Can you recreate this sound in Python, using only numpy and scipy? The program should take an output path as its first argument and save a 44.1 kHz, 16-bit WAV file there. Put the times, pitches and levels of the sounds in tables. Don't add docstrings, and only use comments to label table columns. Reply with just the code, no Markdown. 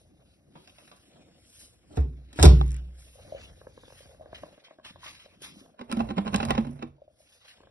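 import sys
import numpy as np
from scipy import signal
from scipy.fft import rfft, irfft, next_fast_len
from scipy.io import wavfile
from scipy.ndimage import uniform_filter1d, minimum_filter1d, map_coordinates

SR = 44100
rng = np.random.default_rng(int(sys.argv[2]) if len(sys.argv) > 2 else 0)


def store_wav(level_fs):
    pcm = np.round(np.clip(np.atleast_2d(level_fs), -1, 1) * 32767)
    wavfile.write(sys.argv[1], SR, pcm.T.astype(np.int16))


def elevation(decibels):
    levels = np.asarray(decibels, float)
    return 10 ** (levels / 20)


N = 339570


def unit(x):
    return x / np.sqrt(np.mean(x ** 2) + 1e-20)


def along(points, hz):
    f, v = np.transpose(points)
    return np.interp(np.log(hz + 1), np.log(f + 1), v)


def curves(rows):
    s, *cols = np.transpose(rows)
    return [np.interp(np.arange(N) / SR, s, c) for c in cols]


def wobble(rate):
    knots = rng.standard_normal(int(N * rate / SR) + 4)
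    return map_coordinates(knots, [np.arange(N) * rate / SR], order=1)


def filtered(x, response):
    m = next_fast_len(x.shape[-1] + 4096)
    return irfft(rfft(x, m) * response(np.fft.rfftfreq(m, 1 / SR)), m)[..., :x.shape[-1]]


def colour(spectrum):
    return lambda hz: elevation(along([(0.0085, -120)] + list(spectrum) + [(SR / 2, -120)], hz))


def rush(spectrum, patchy_db, grain_db, grain_hz):
    z = signal.stft(rng.standard_normal((2, N)), nperseg=512)[2]
    field = uniform_filter1d(rng.standard_normal(z.shape[1:]), size=6, axis=0)
    field = uniform_filter1d(field, size=10, axis=1)
    pair = signal.istft(z * elevation(patchy_db * unit(field)), nperseg=512)[1][:, :N]
    return unit(filtered(pair * elevation(grain_db * wobble(grain_hz)), colour(spectrum)))


def add(track, s, sound):
    part = track[round(s * SR):][:len(sound)]
    part += sound[:len(part)]


def onset(seconds, rise_s):
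    return 1 - np.exp(-np.arange(round(seconds * SR)) / SR / rise_s)


def ring(modes, seconds, scatter_db, shift=1):
    t = np.arange(round(seconds * SR)) / SR
    hz, db, t60 = np.transpose(modes)[:, :, None]
    sense = (-1) ** np.arange(len(modes))[:, None]
    level = elevation(db + scatter_db * rng.standard_normal(db.shape) - 60 * t / t60)
    return np.sum(sense * level * np.sin(2 * np.pi * hz * shift * t), axis=0)


def crack(t60, response, rise=0.00034):
    t = np.arange(SR // 8) / SR
    noise = unit(filtered(rng.standard_normal(len(t)), response))
    return noise * elevation(-60 * t / np.clip(t60, .002, 1)) * (1 - np.exp(-t / rise))


def swells(rows, rest_db, fade_db=22):
    t = np.arange(0, N, 64)[:, None] / SR
    s, rise, fall, db = np.transpose(rows)
    away = np.maximum((s - t) / np.abs(rise), (t - s) / np.abs(fall))
    top_db = np.max(db - fade_db * away, axis=1)
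    return np.maximum(np.interp(np.arange(N) / SR, t[:, 0], top_db), rest_db)


# [t/s, thump level/dB, panel level/dB, contact time/ms]
DOOR_BLOWS = [(1.885, -75.5, -55.5, 6.3), (1.904, -58.5, -40.5, 1.2), (1.936, -62, -38, 1),
              (1.972, -18.5, -17.5, 3.1), (1.984, -37.5, -49, 1.6), (2.328, -63, -49, 0.78),
              (2.385, -42.5, -25, 1), (2.399, -13.5, -22.5, 1), (2.426, -31.5, -14.5, 2.6),
              (2.436, -3, -12.5, 6.5), (2.446, -28, -1, 2.4), (2.455, -34, -20.5, 2)]
# [f/Hz, level/dB, time to die by 60 dB/s]
PANEL_NOTES = [(200, -6.5, 0.24), (220, -11, 0.15), (263, -13, 0.3), (307.5, -2, 0.15), (361, -4.5, .3),
               (387.5, -4.5, 0.2), (443, -8, 0.16), (525, -10.5, .3), (600, -10.5, 0.22),
               (815, -10.5, 0.13), (1110, -5.5, 0.12), (1280, -3.5, .15), (1444, -13.5, .07)]
# [f/Hz, level/dB, time to die by 60 dB/s]
SHELL_NOTES = [(30, -23.5, 0.88), (61.5, 1.5, 0.77), (94, 0, 0.33), (140, -5, 0.58), (153.87, -5, 0.4)]
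# [f/Hz, level/dB]
THUD_COLOUR = [(60, -21), (110, 11), (250, 1), (400, -3), (800, -11.5), (1500, -24), (2500, -30)]


def blows():
    lows, hits = np.zeros((2, N))
    t = np.arange(round(1.5 * SR)) / SR
    squash_hz, squash_s = 23, 0.022
    lag_turns = .28
    cycles = 64.5 * t + squash_hz * squash_s * (1 - np.exp(-t / squash_s)) - lag_turns
    thump = 5.6 * (t / 0.02056) ** 2 * np.exp(-t / 0.014) * np.sin(2 * np.pi * cycles)
    hum = ring(SHELL_NOTES, 1.5, 0) * onset(1.5, 0.061)
    for s, thump_db, panel_db, contact_ms in DOOR_BLOWS:
        push = np.hanning(round(contact_ms * SR / 1000) + 3)
        add(lows, s, elevation(thump_db) * thump + elevation(1.365 * thump_db + 0.5) * hum)
        panels = ring(PANEL_NOTES, .6, 2.5)
        add(hits, s, elevation(panel_db - 17.0) * np.convolve(panels, push / push.sum()))
        add(hits, s, elevation(panel_db + 0.5) * crack(0.051, colour(THUD_COLOUR), rise=0.0048))
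    return lows, hits


# [t/s, peak level/dB, tilt/dB per octave]
LATCH_HITS = [(1.933, -57, -1), (1.9702, -33, -3.5), (2.002, -48.5, 2.5), (2.3281, -41, -1),
              (2.358, -45, 3), (2.3881, -15, -9.5), (2.395, -20, -4.5), (2.4268, -6, 1.5),
              (2.434, -11.5, -8.5), (2.4458, -20, 3.5), (2.4533, -10, -1.5), (2.4634, -32, -6.5),
              (2.612, -33, -7)]
# [f/Hz, level/dB]
SNAP_COLOUR = [(300, -13), (900, 3), (2200, -4), (3300, 3), (5500, -2.5), (8000, -2.5), (10500, -8.5),
               (12400, -10.5)]


def latch():
    ticks = np.zeros(N)
    for s, db, tilt_db in LATCH_HITS:
        tilted = lambda hz: colour(SNAP_COLOUR)(hz) * elevation(tilt_db * np.log2((hz + 1) / 3000))
        add(ticks, s, elevation(db - 6.0) * crack(0.028, tilted, rise=0.0011))
    return ticks


# [f/Hz, level/dB, time to die by 60 dB/s]
BOWL_NOTES = [(250, -8, 0.023), (299, -3, 0.068), (361, 3, 0.077), (390, -1, 0.06), (614, -7.5, 0.052),
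              (1405, -13, 0.046)]


def bowl():
    x = np.zeros(N)
    t = np.arange(SR // 4) / SR
    notes = sum(elevation(db - 60 * t / t60) * np.sin(2 * np.pi * hz * t) for hz, db, t60 in BOWL_NOTES)
    add(x, 2.439, elevation(-14.5) * onset(1 / 4, 0.0043) * notes)
    return x


# [f/Hz, level/dB, time to die by 60 dB/s]
HOOK_NOTES = [(3500, -4, .06), (3720, -8, .05), (4110, -6, .05), (10870, -6, .04)]


def hook():
    x = np.zeros(N)
    add(x, 2.44, elevation(-24.5) * ring(HOOK_NOTES, .3, 0))
    return x


# [t/s, peak level/dB]
SPRING_BUZZES = [
    (2.664, -49),
    (2.679, -42),
    (2.6915, -49.5),
    (2.7068, -41),
    (2.7178, -40),
    (2.729, -46.5),
    (2.7435, -42.5),
    (2.7653, -44.5),
]
# [f/Hz, level/dB]
COIL_COLOUR = [(1500, -5), (2600, -1.5), (3600, -14), (5100, -3), (7500, 1.5), (9000, -9), (10100, 2),
               (11500, -17)]


def handle_and_spring():
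    x = np.zeros(N)
    handle = [(808, 7.0, 0.033), (1201, 4.5, 0.011), (2240, -22, 0.0071), (3500, -1.5, 0.0098)]
    add(x, 2.613, elevation(-22.5) * ring(handle, .08, 0))
    for s, db in SPRING_BUZZES:
        add(x, s, elevation(db + 7.0) * crack(0.0075, colour(COIL_COLOUR), rise=0.00074))
    return x


# [t/s, peak level/dB, f/Hz, bright level/dB]
HINGE_KNOCKS = [
    (0.553, -43, 297, -30),
    (0.674, -48.5, 1480, 5.5),
    (.783, -51.5, 656, 7),
    (0.876, -57, 526, 11),
    (0.914, -44.5, 1520, -1),
    (1.156, -52.5, 322, -15),
]
# [f/Hz, level/dB]
CLACK_COLOUR = [(250, -4.5), (500, 6), (1000, 7.5), (2000, -6), (3000, -2), (4500, -13), (8000, -26.5)]
# [f/Hz, level/dB]
SOLE_COLOUR = [(500, -21.5), (1000, -9.5), (1700, -5.5), (2400, -4), (3200, -1), (4500, -7.5), (7000, -16),
               (12000, -34.5)]


def hinge():
    knocks, ticks = np.zeros((2, N))
    for s, db, hz, bright_db in HINGE_KNOCKS:
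        clack = crack(.05, colour(CLACK_COLOUR), rise=.002)
        add(knocks, s, elevation(db - 4) * (clack + .5 * ring([(hz, 0, .025)], 1 / 8, 0)))
        add(ticks, s, elevation(db + bright_db) * crack(0.02, colour(SOLE_COLOUR), rise=0.0027))
    return knocks, ticks


def door():
    lows, hits = blows()
    knocks, hinge_ticks = hinge()
    ticks = latch() + bowl() + hinge_ticks
    return lows + handle_and_spring() + ticks, hits + hook() + knocks + elevation(-0.5) * ticks


# [contact t/s, level/dB, build-up time/s]
DRAG_EVENTS = [
    (1.936, -58.5, 0.072),
    (1.972, -45.5, 0.034),
    (2.389, -41, 0.036),
    (2.428, -33, 0.05),
    (5.918, -58, 0.045),
]


def drags():
    x = np.zeros(N)
    for s, db, build_s in DRAG_EVENTS:
        add(x, s - 1 / 8, elevation(db) * crack(2 * build_s, colour(SNAP_COLOUR), rise=0.0034)[::-1])
    return x


# [t/s, peak level/dB, tray ring level/dB, bright level/dB, wall f/Hz]
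STOP_HITS = [
    (5.915, -22.5, -17, -6, 581),
    (6.004, -20.5, -2.5, -37, 814),
    (6.102, -26, 1, -23, 568.5),
    (6.180, -14.5, -3, -30, 1005),
    (6.267, -27, -3, -19.5, 455.3),
    (6.343, -12.5, -5.5, -10.5, 1107),
    (6.506, -10, -11.5, -12, 1009),
]
# [t/s, peak level/dB, tray ring level/dB, bright level/dB, wall f/Hz]
RAIL_KNOCKS = [(5.792, -34, -6.5, -19, 1067), (5.812, -27.5, -12, -20.5, 571),
               (5.896, -36, 1.5, -37, 525.5), (5.925, -23.5, 3.5, 1, 1324), (5.970, -29, 8, -9.5, 600),
               (5.992, -28, -2, -26, 821), (6.088, -30.5, 1.5, -22, 700), (6.108, -28.5, 4.5, -20, 548),
               (6.259, -29.5, 0, -28, 1181), (6.277, -22, -9.5, -24, 1085), (6.36, -31.5, -4, 11.5, 810),
               (6.38, -31.5, -1.5, -17.5, 823), (6.402, -18, -12.5, -37.5, 820),
               (6.429, -18, -8, -23.5, 600), (6.451, -29, -7, 3.5, 664), (6.485, -29, -3, -26, 900),
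               (6.522, -33, 4.5, -15.5, 803), (6.55, -24.5, -9.5, -29.5, 826),
               (6.578, -19, -9.5, -23.5, 526), (6.582, -30.5, 9, -31, 800), (6.608, -43.5, -4, -20.5, 813),
               (6.648, -35, -2.5, -34, 684), (6.668, -34.5, 1, -15, 608), (6.69, -46.5, 12.5, -27, 497),
               (6.734, -57, 12, -20.5, 600), (6.791, -42, 2.5, -34, 652), (6.825, -26.5, -7, -26, 1126)]
# [f/Hz, level/dB, time to die by 60 dB/s]
TRAY_NOTES = [(178.5, -9.5, 0.094), (210, 2.5, 0.15), (255, -10.5, 0.051), (314, -18, 0.21)]
# [f/Hz, level/dB, time to die by 60 dB/s]
WALL_NOTES = [(413, 4.5, 0.1), (595, 8, 0.045), (803, 19.5, 0.04), (1020, 6, 0.0089), (1350, -2, 0.0079),
              (1990, -6.5, 0.082), (2675, 3, 0.0087)]
# [t/s, f/Hz]
HOLLOW_PITCH = [(5.9, 236.4), (6.0, 221.7), (6.1, 239), (6.18, 202.2), (6.27, 202.7), (6.34, 206.3),
                (6.43, 227.4), (6.58, 222.3), (6.65, 244.6), (6.83, 240)]


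def drawer():
    hollow, x = np.zeros((2, N))
    touches = [(s - .0115, db - 17.5, tray_db + 9, -18, hz) for s, db, tray_db, _, hz in STOP_HITS]
    for s, db, tray_db, bright_db, wall_hz in STOP_HITS + RAIL_KNOCKS + touches:
        spot = 1 + .08 * rng.standard_normal()
        shift = np.interp(s, *np.transpose(HOLLOW_PITCH)) / TRAY_NOTES[1][0]
        tray = onset(1 / 4, 0.0043) * ring(TRAY_NOTES, 1 / 4, 2.5, shift=shift)
        add(hollow, s, elevation(db + tray_db + 1.5) * tray)
        walls = ring(WALL_NOTES, 1 / 8, 5, shift=spot)
        struck = ring([(wall_hz, 0, .035)], 1 / 8, 0)
        tilted = lambda f: colour(CLACK_COLOUR)(f) * elevation(9 * (spot - 1) * np.log2((f + 1) / 1500))
        clack = crack(0.038, tilted, rise=0.00099)
        add(x, s, elevation(db - 3.5) * (clack + 0.06 * walls + 0.81 * struck))
        add(x, s, elevation(db + bright_db + 2.0) * crack(0.011, colour(SNAP_COLOUR), rise=0.00067))
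        add(x, s - 1 / 8, elevation(db - 15) * crack(6 * 0.0071, colour(CLACK_COLOUR), rise=0.0022)[::-1])
    return hollow, x


# [t/s, level/dB]
SHAKE_EFFORT = [
    (5.76, -82.5),
    (5.838, -61.5),
    (5.982, -44),
    (6.144, -53),
    (6.442, -43),
    (6.55, -46),
    (6.85, -60.5),
    (6.95, -75.5),
    (7.05, -97),
]
# [f/Hz, level/dB]
RATTLE_COLOUR = [(150, -21.5), (250, -9), (600, 2), (1200, -16.5), (2500, -22.5), (5000, -34),
                 (11000, -32.5)]
# [f/Hz, level/dB]
SCRAPE_COLOUR = [(800, -7), (1500, -0.5), (2500, -7), (3500, -14.5), (5500, -5.5), (8000, -15.5),
                 (11000, -5.5)]
# [f/Hz, level/dB]
RUMBLE_COLOUR = [(20, -40), (35, -11), (60, -1), (85, -1.5), (130, -7)]


def shaking():
    effort_db, = curves([(5.75, -110)] + list(SHAKE_EFFORT) + [(7.1, -110)])
    late = lambda lag_s, db: elevation(np.roll(effort_db, round(lag_s * SR)) + db)
    rails = rush(RATTLE_COLOUR, patchy_db=2, grain_db=5, grain_hz=150)
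    shell = rush(RUMBLE_COLOUR, patchy_db=1, grain_db=2, grain_hz=12)
    fizz = rush(SCRAPE_COLOUR, patchy_db=3, grain_db=6, grain_hz=90)
    t = np.arange(N) / SR
    lid_db = 3.5 * wobble(25) + np.interp(t, (6.25, 6.42), [-10.5, 0])
    lid = elevation(lid_db) * np.sin(2 * np.pi * 141.3 * t + 0.79 * wobble(30))
    rattle = elevation(effort_db) * (rails + elevation(-18) * fizz)
    return rattle + late(0.035, 5) * shell + late(0.056, 10.5) * lid * [[1], [0]]


# [t/s, peak level/dB]
CASE_SQUEEZES = [(3.157, -47.5), (3.2, -53), (3.251, -45), (3.299, -48), (3.324, -28.5), (3.337, -38.5),
                 (3.349, -30.5), (3.36, -41.5), (4.007, -44), (4.094, -50), (4.198, -43.5), (4.211, -37),
                 (4.222, -46), (4.23, -48), (4.721, -57), (5.745, -54), (7.02, -40), (7.08, -44.5),
                 (7.205, -52)]
# [t/s, peak level/dB]
CASE_SLIPS = [(3.615, -42.5), (3.67, -35), (3.777, -41), (3.835, -43.5), (3.881, -46.5), (3.903, -50),
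              (3.924, -47), (4.058, -49), (4.147, -52), (4.259, -43), (4.33, -36), (4.435, -33.5),
              (4.464, -52), (4.579, -48.5), (4.683, -56), (4.71, -43.5), (4.787, -45.5), (4.798, -47.5),
              (4.857, -50), (4.959, -49), (5.032, -63), (5.06, -47), (5.26, -48), (5.661, -54),
              (7.582, -58), (7.605, -54), (7.635, -48.5), (7.672, -52)]
# [t/s, f/Hz]
CASE_PITCH = [(3.36, 595), (3.6, 508), (4.0, 511), (4.35, 653), (5.0, 617), (7.2, 620), (7.55, 499.2)]
# [f/Hz, level/dB]
TICK_COLOUR = [(300, 3.5), (500, -5), (1000, 2.5), (1700, -30), (2400, -41)]


def creaks():
    x = np.zeros(N)
    swell = onset(.06, 0.0021) ** 2
    rows = [(s, db, -44) for s, db in CASE_SQUEEZES]
    rows += [(s, db, -4 - 0.33 * (db + 50)) for s, db in CASE_SLIPS]
    for s, db, bright_db in rows:
        hz = np.interp(s, *np.transpose(CASE_PITCH)) * (1 + .04 * rng.standard_normal())
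        notes = [(hz, -.5, .022), (1080, bright_db - 26.0, .014), (1630, bright_db - 2.0, .014)]
        add(x, s - 0.00194, elevation(db + 13.0) * swell * ring(notes, .06, 0.41))
        add(x, s, elevation(db + bright_db + 9) * crack(.012, colour(TICK_COLOUR)))
    return x


# [t/s, peak level/dB, f/Hz, time to die by 60 dB/s]
TAP_EVENTS = [(0.557, -46.5, 156, 0.12), (4.338, -57, 155, 0.11), (4.443, -52.5, 151, 0.09),
              (4.845, -53, 180.6, 0.045), (4.884, -52, 673, 0.019), (4.906, -41.5, 177.8, 0.035),
              (5.032, -36, 1020, 0.022), (5.043, -42, 940, .025), (5.072, -43, 600, 0.014),
              (5.417, -37.5, 390, 0.018), (5.559, -44, 600, 0.012), (5.566, -44, 200.7, 0.098),
              (5.612, -46.5, 263, 0.088), (6.831, -34, 326, 0.11), (6.982, -55.5, 610, 0.042),
              (2.331, -52.5, 250, 0.094), (2.359, -42, 295, 0.072), (2.379, -46, 930, 0.074),
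              (4.03, -46, 890, 0.011), (4.115, -55, 604, .04), (4.51, -50, 567, 0.051),
              (4.527, -47.5, 559, 0.036)]


def taps():
    x = np.zeros(N)
    swell = onset(.15, 0.0014)
    for s, db, hz, t60 in TAP_EVENTS:
        add(x, s, elevation(db + 1.5) * swell * ring([(hz, 0, t60), (1.49 * hz, -6, 0.75 * t60)], .15, 0))
    return x


# [peak t/s, rise/s, fall/s, sole level/dB, cloth level/dB]
RUB_STROKES = [(0, 0.008, 0.2, -87, -73.5), (.3, 1, 0.69, -89, -79.5), (0.561, 0.0087, 3.5, -78.5, -74.5),
               (.8, 0.47, 1, -76.5, -69.5), (1.624, 0.25, 0.15, -74, -55), (1.92, 0.69, 1, -88, -80),
               (2.4, 0.06, 0.42, -58, -58), (2.778, 0.88, 0.037, -72, -76), (3.001, 0.073, 1.3, -77.5, -64),
               (3.298, 0.7, 0.76, -74, -71), (3.44, 0.18, 0.12, -64.5, -64.5),
               (3.991, 0.51, 0.31, -71, -63.5), (4.347, 0.003, 0.097, -59.5, -75),
               (4.379, 0.13, 0.43, -71.5, -70.5), (4.64, .004, 0.13, -69, -78),
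               (4.851, 0.016, 0.14, -61, -64), (5.05, 0.065, 0.32, -59, -61.5),
               (5.421, 0.0051, 0.116, -60.5, -52.5), (5.447, 0.036, 0.088, -54, -52),
               (5.6, 0.22, 0.14, -70.5, -66), (7.2, 0.054, 0.52, -104.5, -71),
               (7.339, 0.25, 0.17, -75.5, -68.5), (7.491, 0.14, 0.19, -67, -69)]
# [f/Hz, level/dB]
CLOTH_COLOUR = [(1500, -22), (3500, -7.5), (5500, -2), (7500, -6.5), (10500, -2.5), (12300, -7.5)]


def rustle():
    rows = np.array(RUB_STROKES)
    still_db = -96
    soles_db = swells(rows[:, :4], still_db)
    cloth_db = swells(rows[:, [0, 1, 2, 4]], still_db)
    soles = rush(SOLE_COLOUR, patchy_db=3, grain_db=2.5, grain_hz=120)
    cloth = rush(CLOTH_COLOUR, patchy_db=1.5, grain_db=1.5, grain_hz=60)
    return elevation(soles_db + 14.5) * soles + elevation(cloth_db + 4.5) * cloth


# [t/s, level/dB]
BODY_MOTION = [(0, -65), (.8, -69.5), (1.88, -64), (3.05, -61), (3.35, -53), (3.76, -61), (4.43, -59.5),
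               (4.74, -93), (4.87, -60.5), (5.26, -69), (5.61, -65), (5.78, -80), (7.05, -70), (7.25, -72),
               (7.52, -76), (7.7, -67)]
# [t/s, body level/dB, grip level/dB]
WEIGHT_SHIFTS = [(.56, -55.5, -68.5), (.85, -62.5, -63.5), (1.15, -58.5, -63.5), (1.29, -61, -69),
                 (1.88, -62, -72), (3.333, -57, -56.5), (3.763, -64.5, -73), (4.199, -64.5, -55.5),
                 (4.43, -61, -73), (4.87, -62, -80.5), (5.45, -55.5, -67.5), (5.608, -61, -64.5),
                 (7.681, -69, -65)]
# [f/Hz, level/dB]
BODY_COLOUR = [(80, -19), (150, 4), (220, 2), (330, 2), (500, -16.5)]
# [f/Hz, level/dB]
GRIP_COLOUR = [(330, -22.5), (480, -3.5), (560, -2), (720, -7), (950, -20), (1600, -22.5), (2200, -37.5)]


def hand():
    motion_db, = curves(BODY_MOTION)
    over_calm_db = motion_db + 69
    rise_s, fall_s = 0.22, 0.39
    body_rows = [(s, rise_s, fall_s, db) for s, db, _ in WEIGHT_SHIFTS]
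    body_db = swells(body_rows, -69.5 + 0.44 * np.minimum(over_calm_db, 0))
    body_db += -8 * (np.abs(np.arange(N) / SR - 7.2) < 0.3)
    grip_rows = [(s, 2 * rise_s, 2 * fall_s, db) for s, _, db in WEIGHT_SHIFTS]
    grip_db = swells(grip_rows, -71 + 0.11 * over_calm_db)
    low = rush(RUMBLE_COLOUR, patchy_db=1, grain_db=2, grain_hz=9)
    body = rush(BODY_COLOUR, patchy_db=2, grain_db=3, grain_hz=25)
    grip = rush(GRIP_COLOUR, patchy_db=1, grain_db=5, grain_hz=70)
    return elevation(motion_db) * low + elevation(body_db) * body + elevation(grip_db) * grip


# [f/Hz, time to die by 60 dB/s]
ROOM_T60 = [(100, 0.85), (500, 0.26), (2000, 0.24), (6000, 0.24), (11000, 0.077)]


def room(x, wet_db, shade_db=0):
    hz, t, z = signal.stft(rng.standard_normal((2, SR // 2)), SR, nperseg=256)
    tail = signal.istft(z * elevation(-60 * t / along(ROOM_T60, hz)[:, None]), SR, nperseg=256)[1]
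    near = tail[1] * np.exp(-np.arange(tail.shape[1]) / SR / 0.0075)
    small = lambda hz: 1 / (1 + (250 / (hz + 1)) ** 2)
    tail = elevation(wet_db) * filtered(tail / np.linalg.norm(tail[0]), small)
    tail[1] += elevation(shade_db - 2) * near / np.linalg.norm(near)
    wet = signal.fftconvolve(x[None], tail, axes=1)[:, :N]
    wet[0] += x
    return wet


# [f/Hz, likeness 0 to 1]
PORT_LIKENESS = [(60, .98), (300, .88), (900, .45), (3000, .66), (4000, .45), (5000, .9), (6200, .9),
                 (6800, .995), (8000, .995), (9000, .9)]
# [f/Hz, phase/rad]
PORT_LEAD = [(50, 0), (450, -1), (1500, -.7), (3300, -2.9), (3900, -4.3), (4550, -3.6), (5300, -6.28),
             (6800, -3.0), (8000, -2.7), (9700, 0)]
# [f/Hz, phase/rad]
BEND_LEAD = [(450, .3), (1700, -4.9), (2200, -4.2), (3000, -6.28), (3300, -6.5), (3900, -6.28)]


def ports(pair, bend, pan_db, spread=1):
    turn = lambda hz: np.arccos(along(PORT_LIKENESS, hz) ** spread) / 2
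    shared, apart = filtered(pair, lambda hz: np.array([np.cos(turn(hz)), np.sin(turn(hz))]))
    sides = np.array([[1], [-1]])
    lead = lambda hz: along(PORT_LEAD, hz) + bend * along(BEND_LEAD, hz) * (hz > 100)
    both = filtered(shared + sides * apart, lambda hz: np.exp(.5j * sides * lead(hz)))
    return both * elevation(sides * pan_db / 2)


def turned(x):
    slip = 14e-6 * SR * wobble(5)
    late = lambda port, side: map_coordinates(port, [np.arange(N) + side * slip / 2], mode="nearest")
    return np.array([late(x[0], 1), late(x[1], -1)])


def masked(x):
    hz, _, z = signal.stft([x[0] + x[1], x[0] - x[1]], SR, nperseg=2048)
    power = uniform_filter1d(np.abs(z) ** 2, size=2, axis=2)
    power = uniform_filter1d(power, size=10, axis=1)[:, np.arange(len(hz)) // 10 * 10 + 4]
    keep = (power * elevation(2 * 5.5) > power[::-1]) | (hz < 1300)[:, None]
    mid, side = signal.istft(z * keep, SR, nperseg=2048)[1][:, :N] / 2
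    n = round(.008 * SR)
    treble = np.sum(np.diff(x, n=2, prepend=0, append=0) ** 2, axis=0)
    treble = np.abs(uniform_filter1d(treble, size=n // 2))
    calm = 1. * (np.roll(treble, -n // 2) < np.roll(treble, n // 2) * elevation(2 * 15))
    calm = uniform_filter1d(minimum_filter1d(calm, size=n, origin=n // 2 - 1), size=n // 4)
    return x + calm * (np.array([mid + side, mid - side]) - x)


def scene():
    dry, hits = door()
    front = room(hits, wet_db=0.0) + [dry, 0 * dry]
    front += room(drags(), wet_db=-3.5)
    hollow, clatter = drawer()
    tray = room(clatter, wet_db=-13.0, shade_db=-5.5) + [hollow, 0 * hollow] + shaking()
    held = room(creaks() + taps(), wet_db=-11.5, shade_db=-13.5) + rustle() + hand()
    mix = ports(front, 1, pan_db=-.8, spread=2.5)
    mix += ports(tray, 1, pan_db=-3.6, spread=1.7)
    mix += ports(held, 0, pan_db=.8)
    return turned(mix)


def band_limit(x):
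    return signal.sosfilt(signal.butter(12, 12510, fs=SR, output="sos"), x)


def record(dry):
    x = filtered(dry, lambda hz: 1 / (1 + (hz / 11850) ** 60))
    x = x / (1 + np.abs(x / .98) ** 6) ** (1 / 6)
    mix = masked(x)
    return band_limit(mix)


dry = scene()
out = record(dry)
store_wav(out)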